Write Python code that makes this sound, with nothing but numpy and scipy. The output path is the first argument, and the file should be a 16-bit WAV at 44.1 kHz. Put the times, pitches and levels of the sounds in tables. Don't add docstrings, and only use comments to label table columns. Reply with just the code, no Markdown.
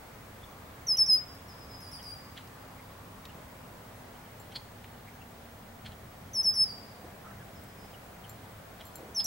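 import sys
import numpy as np
from scipy import signal
from scipy.fft import rfft, irfft
from scipy.io import wavfile
from scipy.ndimage import uniform_filter1d

SR = 44100
rng = np.random.default_rng(int(sys.argv[2]) if len(sys.argv) > 2 else 0)


def to_wav(sig):
    pcm = np.clip(np.atleast_2d(sig), -1, 1) * 32767
    pcm = np.round(pcm).astype(np.int16)
    wavfile.write(sys.argv[1], SR, pcm.T)


N = 408366
TIME = np.arange(N) / SR


def gain_of(db):
    return 10 ** (np.asarray(db) / 20)


def unit_rms(x):
    return x / np.sqrt(np.mean(x ** 2) + 1e-20)


def curve_at(points, hz):
    f, value = np.transpose(points)
    return np.interp(np.log(hz + 1), np.log(f + 1), value)


def add(mix, start_s, sound):
    part = mix[max(round(start_s * SR), 0):][:len(sound)]
    part += sound[:len(part)]


def phase_of(hz):
    return 2 * np.pi * np.cumsum(hz) / SR


def noise(size, colour):
    hz = np.fft.rfftfreq(size, 1 / SR)
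    return unit_rms(irfft(rfft(rng.standard_normal(size)) * gain_of(colour(hz)), size))


def wander(size, hz):
    return noise(max(size, SR), lambda f: -20 * np.log10(1 + (f / hz) ** 4))[:size]


def band(size, hz, octaves):
    return noise(size, lambda f: -20 * np.log10(1 + (np.log2((f + 1) / hz) / octaves) ** 2))


def air(spectrum, db, motion, patchy_db):
    # (frequency [Hz], coherence [0-1])
    coherence = [(30, 0.98), (110, 1), (200, .92), (350, 0.55), (700, .5), (1400, 0.214), (2800, 0.033),
                 (5000, 0.12), (9000, 0.47), (13000, 1), (16000, 1)]
    # (frequency [Hz], left over right [dB])
    balance = [(30, -0.5), (250, -0.4), (700, 0.9), (2800, 0.3), (5000, 0), (9000, 0), (16000, -.2)]
    frames, hz = N // 512 + 5, np.fft.rfftfreq(2048, 1 / SR)
    t = np.linspace(0, N / SR, frames)[:, None]
    a, b, c, d, patches = rng.standard_normal((5, frames, len(hz)))
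    patches = unit_rms(uniform_filter1d(uniform_filter1d(patches, size=10, axis=0), size=16, axis=1))
    alike = np.clip(curve_at(coherence, hz), -1, 1)
    left, independent = a + 1j * b, c + 1j * d
    spectra = np.array([left, alike * left + np.sqrt(1 - alike ** 2) * independent])
    lull = -1.6 * np.exp(-((t - 5.6) / 1.1) ** 2) * hz / (hz + 250)
    hump_hz = 685 + (1130 - 685) * (1 - np.tanh((t - 4.3) / .9)) / 2
    hump = 2.2 * np.exp(-(np.log2((hz + 1) / hump_hz) / .16) ** 2)
    spectra *= gain_of(curve_at(spectrum, hz) + patchy_db * patches + motion * (lull + hump))
    spectra *= gain_of(np.outer([.5, -.5], curve_at(balance, hz)))[:, None]
    pair = signal.istft(spectra.transpose(0, 2, 1), nperseg=2048, noverlap=1536)[1][:, :N]
    return gain_of(db) * unit_rms(pair)


def traffic_and_leaves():
    # (frequency [Hz], relative spectral density [dB])
    wash = [(12, -30), (22, -17), (38, -13.5), (50, -6), (90, -2.5), (125, -4.5), (200, -7), (330, -13),
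            (490, -10.5), (750, -11.5), (1400, -15.5), (2050, -19), (2500, -22), (3300, -47.5)]
    hiss = [(1500, -34.5), (2400, -15), (2700, 2), (3300, 1), (4200, -1.5), (6000, -4), (9000, -5.5),
            (13000, -7.5), (15000, -7), (15800, -4.5)]
    return air(wash, db=-49.5, motion=.93, patchy_db=.73) + air(hiss, db=-58.5, motion=.57, patchy_db=.7)


def engine():
    start_hz, sink_hz_per_s, drop_hz, pass_s = 286.5, 9.3, 15.5, 6.05
    since = TIME - pass_s
    hz = start_hz - sink_hz_per_s * TIME - drop_hz * (1 + np.tanh(since / .5)) / 2
    hz *= 1 + .0061 * wander(N, 8.1)
    db = -63.5 + 6.5 / (1 + (since / 1.45) ** 2)
    return gain_of(db + 2 * wander(N, 5.5)) * np.sin(phase_of(hz))


def hum():
    db = -59.5 + 2 * wander(N, 3.4)
    hz = 101.7 + 2.62 * wander(N, 4.9)
    return gain_of(db) * np.sin(phase_of(hz))


def camera_whine():
    hz, db = (15735, 15748.4), (-64.5, -70)
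    return gain_of(db) @ np.sin(2 * np.pi * np.outer(hz, TIME))


def peeps(sag, hoarse_hz, stray_count):
    # (time [s], level [dB], pitch [Hz])
    calls = [(.439, -51, 3570), (.966, -53, 3050), (2.0, -53, 3150), (2.794, -54, 2100), (3.298, -55, 2750),
             (5.083, -53, 2120), (5.22, -54.5, 2810), (7.267, -49, 1339), (7.312, -51, 1430),
             (7.415, -53, 1607), (7.946, -53.5, 3040), (8.248, -51, 2990)]
    strays = [(when * N / SR, -62, np.interp(high, [0, 1], (2700, 3900)))
              for when, high in rng.random((stray_count, 2))]
    out, cycles = np.zeros(N), 85
    for centre_s, db, hz in calls + strays:
        length = cycles / hz
        u = np.linspace(-1, 1, int(length * SR))
        pitch = hz * (1 - sag * u / 2) + hoarse_hz * wander(len(u), 400)
        add(out, centre_s - length / 2, gain_of(db) * np.cos(np.pi * u / 2) * np.sin(phase_of(pitch)))
    return out


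def outdoors(x, branches_db, decay_s, wood_db):
    # (frequency [Hz], reverberation time [s])
    wood_t60 = [(500, 0.55), (3000, .5), (5000, 0.83), (10000, .5), (16000, .3)]
    t = np.arange(SR) / SR
    twigs, trunks = rng.standard_normal((2, 2, SR)) * (rng.random((2, 2, SR)) < 2000 / SR)
    quick = twigs * np.exp(-t / decay_s) * (t > .002)
    hz, when, spectra = signal.stft(trunks * np.minimum(t / .027, 1), SR, nperseg=256)
    decay = gain_of(-60 * when / curve_at(wood_t60, hz)[:, None])
    tail = signal.istft(spectra * decay, SR, nperseg=256)[1][:, :SR]
    echo = gain_of(branches_db) * quick / np.linalg.norm(quick[0])
    echo += gain_of(wood_db) * tail / np.linalg.norm(tail[0])
    return x + signal.fftconvolve(x[None], echo, axes=1)[:, :N]


def whistles(notes, leap, slur_s, octave_db, press_db_per_hz, twelfth_db, onset_db, fade_power,
             waver, rasp, flick, flick_db, catch_db, end_bend):
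    attack_s, tremble_db = .0018, 1.7
    leap_kept, slur_kept = .79, .94
    out, usual_hz = np.zeros(N), np.mean([held_hz for *_, held_hz, db in notes])
    for k, (start_s, length, swell_s, held_hz, db) in enumerate(notes):
        place = k % 3
        t = np.arange(int(length * SR)) / SR
        u, crest = t / length, np.clip(swell_s / length, .1, .9)
        tension = np.exp(-(t / (slur_s * slur_kept ** place)) ** 1.45)
        kick = np.exp(-((t - .0035) / .0011) ** 2)
        catch = np.exp(-((t - .011) / .0046) ** 2)
        hz = held_hz * (1 + leap * leap_kept ** place * tension * (1 - np.exp(-t / .00087)))
        jitter = waver * wander(len(t), 70) + rasp * tension * wander(len(t), 300)
        phase = phase_of(hz * (1 + flick * kick + end_bend * u ** 6 + jitter))
        tremble = tremble_db * (1 - u) * wander(len(t), 120)
        rise_db = onset_db * np.maximum(1 - u / crest, 0) ** 2.6
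        swell = gain_of(rise_db + flick_db * kick + catch_db * catch + tremble)
        fade = np.cos(np.pi / 2 * np.clip((u - crest) / (1 - crest), 0, .999)) ** fade_power
        push = swell * fade * np.sin(np.pi / 2 * np.minimum(t / attack_s, 1)) ** 2
        press_db = press_db_per_hz * (held_hz - usual_hz)
        octave = gain_of(octave_db + press_db + 7 * tension + 2 * wander(len(t), 50)) * np.sin(2 * phase)
        twelfth = gain_of(twelfth_db) * push * np.sin(3 * phase)
        add(out, start_s, gain_of(db) * push * (np.sin(phase) + octave + twelfth))
    return out


def off_axis(pair, lag_samples, pan_db, treble_pan_db):
    hz = np.fft.rfftfreq(N, 1 / SR)
    left_over_right_db = curve_at([(6500, pan_db), (9000, treble_pan_db)], hz)
    half = gain_of(left_over_right_db / 2) * np.exp(1j * np.pi * hz * lag_samples / SR)
    return irfft(rfft(pair) * np.array([half, 1 / half]), N)


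def whistling_birds():
    # (time [s], length [s], time to swell [s], held pitch [Hz], level [dB])
    near_notes = [ (.8675, .104, .042, 5068, -21.3), (.9685, .086, .043, 5108, -18.6),
                  (1.061, .124, .083, 5064, -16.4), (6.3325, .09, .069, 5155, -24.4),
                  (6.429, .106, .056, 5125, -21.2), (6.538, .111, .096, 5189, -21.2),
                  (9.1455, .087, .045, 5100, -25.4), (9.243, .097, .045, 5190, -19)]
    far_notes = [ (1.477, .077, .02, 4980, -53), (1.58, .076, .055, 5040, -55),
                 (1.68, .11, .065, 5035, -50), (2.57, .13, .07, 4770, -70.5), (2.68, .096, .05, 4830, -68),
                 (2.8, .13, .065, 4830, -70), (7.543, .06, .025, 5020, -61), (7.645, .099, .05, 5090, -70),
                 (7.75, .14, .07, 5080, -63.5)]
    answer_notes = [ (1.803, .105, .06, 4860, -51), (1.913, .097, .025, 4795, -46),
                    (2.026, .132, .088, 4800, -44.5), (6.425, .1, .04, 4725, -48),
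                    (6.535, .097, .045, 4740, -41.8), (6.646, .125, .035, 4725, -42.3)]
    near = whistles(near_notes, leap=.192, slur_s=.0245, octave_db=-21, press_db_per_hz=.06,
                    twelfth_db=-30, onset_db=-18, fade_power=1.4, waver=.0015, rasp=.019,
                    flick=.04, flick_db=3.5, catch_db=-3.2, end_bend=-.002)
    far = whistles(far_notes, leap=.14, slur_s=.02, octave_db=-30, press_db_per_hz=0,
                   twelfth_db=-40, onset_db=-16, fade_power=1.1, waver=.0016, rasp=.004,
                   flick=.03, flick_db=-5, catch_db=-1, end_bend=0)
    answer = whistles(answer_notes, leap=.18, slur_s=.021, octave_db=-15.5, press_db_per_hz=.085,
                      twelfth_db=-27, onset_db=-7, fade_power=1.0, waver=.0045, rasp=.031,
                      flick=.06, flick_db=2, catch_db=-2, end_bend=.012)
    near = outdoors(near, branches_db=-10, decay_s=.024, wood_db=-29)
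    return (off_axis(near, lag_samples=.35, pan_db=1, treble_pan_db=-3)
            + outdoors(far, branches_db=-8, decay_s=.03, wood_db=-6)
            + outdoors(answer, branches_db=-2, decay_s=.051, wood_db=-8))


def twig_snaps(fall_s=.0043, octaves_per_hz=.00018):
    # (time [s], level [dB], centre frequency [Hz])
    snaps = [(1.35, -57, 6500), (2.474, -53, 4500), (3.253, -40.5, 3080), (4.842, -42, 2240)]
    out, t = np.zeros(N), np.arange(2048) / SR
    for start_s, db, hz in snaps:
        add(out, start_s, gain_of(db) * np.exp(-t / fall_s) * band(len(t), hz, octaves_per_hz * hz))
    return out


def chips():
    # (time of peak [s], level [dB])
    calls = [(2.377, -45), (2.41, -57), (4.524, -52), (4.561, -33.3), (5.863, -43.5), (5.92, -55),
             (8.81, -48), (9.204, -35.5)]
    # (frequency [Hz], relative level [dB])
    soft_rasp = [(900, -22), (1800, -6), (2600, -7), (3170, 0), (3550, -7.5), (4050, -5), (4600, -16.5),
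                 (6000, -20), (8500, -26), (16000, -40)]
    harsh_rasp = [(1200, -21), (2600, -22), (3100, -12.5), (3450, -4), (3790, -21.5), (4350, 1.5),
                  (4750, -13), (5100, -16.5), (5700, -33), (8500, -30), (12000, -40), (16000, -42)]
    soft_db, harsh_db, flutter_hz = -45.5, -35, 170
    soft_rise_s, soft_fall_s = .008, .012
    out, t = np.zeros(N), np.arange(-2048, 4096) / SR
    flutter = 1 + .32 * np.cos(2 * np.pi * flutter_hz * t)
    for peak_s, db in calls:
        harsh = np.clip((db - soft_db) / (harsh_db - soft_db), 0, 1)
        envelope = np.exp(-np.where(t < 0, -t / soft_rise_s, t / soft_fall_s) / (1 - .3 * harsh))
        rush = noise(len(t), lambda f: (1 - harsh) * curve_at(soft_rasp, f)
                     + harsh * curve_at(harsh_rasp, f))
        add(out, peak_s + t[0], gain_of(db) * envelope * flutter * rush)
    return out


def hand_bumps():
    # (time of peak [s], level [dB], decay time [s])
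    bumps = [(3.36, -53.5, .019), (7.046, -48, .011), (9.0, -49, .03), (9.095, -51, .014)]
    out, t = np.zeros(N), np.arange(SR // 4) / SR
    for peak_s, db, fall_s in bumps:
        envelope = t / fall_s * np.exp(1 - t / fall_s)
        add(out, peak_s - fall_s, gain_of(db) * envelope * band(len(t), hz=420, octaves=.56))
    return out


def ring_clinks():
    # (time [s], ringing level [dB], tick level [dB])
    taps = [(4.4, -53.5, -62), (7.637, -66, -51), (8.295, -47.5, -47), (8.853, -52, -49.5),
            (8.868, -53, -57), (8.956, -45, -41.5), (9.243, -40.5, -37)]
    # (frequency [Hz], level before tilt [dB], time to fall 60 dB [s])
    modes = [(4210, -3.5, 0.095), (7350, -2, 0.11), (7450, 2, 0.021), (10700, -27, .08), (11470, -11, 0.13),
             (13360, -10, .11)]
    tick_fall_s, tilt_db_per_octave, pivot_hz = .0052, 6, modes[1][0]
    out, t = np.zeros(N), np.arange(SR // 4) / SR
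    for start_s, ring_db, tick_db in taps:
        tick = np.exp(-t / tick_fall_s) * band(len(t), hz=12200, octaves=.5)
        add(out, start_s, gain_of(tick_db) * tick)
        for hz, mode_db, t60 in modes:
            db = ring_db + mode_db + tilt_db_per_octave * np.log2(hz / pivot_hz)
            add(out, start_s, gain_of(db - 60 * t / t60) * np.sin(2 * np.pi * (hz * t + rng.random())))
    return out


def scene():
    return (traffic_and_leaves() + engine() + hum() + camera_whine()
            + outdoors(peeps(sag=.03, hoarse_hz=150, stray_count=4),
                       branches_db=-9, decay_s=.018, wood_db=-11)
            + whistling_birds()
            + outdoors(twig_snaps() + chips(), branches_db=-15, decay_s=.03, wood_db=-20)
            + hand_bumps() + ring_clinks())


def record(dry):
    low_pass = signal.firwin(511, cutoff=15900, window=("kaiser", 9), fs=SR)
    return signal.oaconvolve(dry, low_pass[None], "same", axes=1)


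dry = scene()
out = record(dry)
to_wav(out)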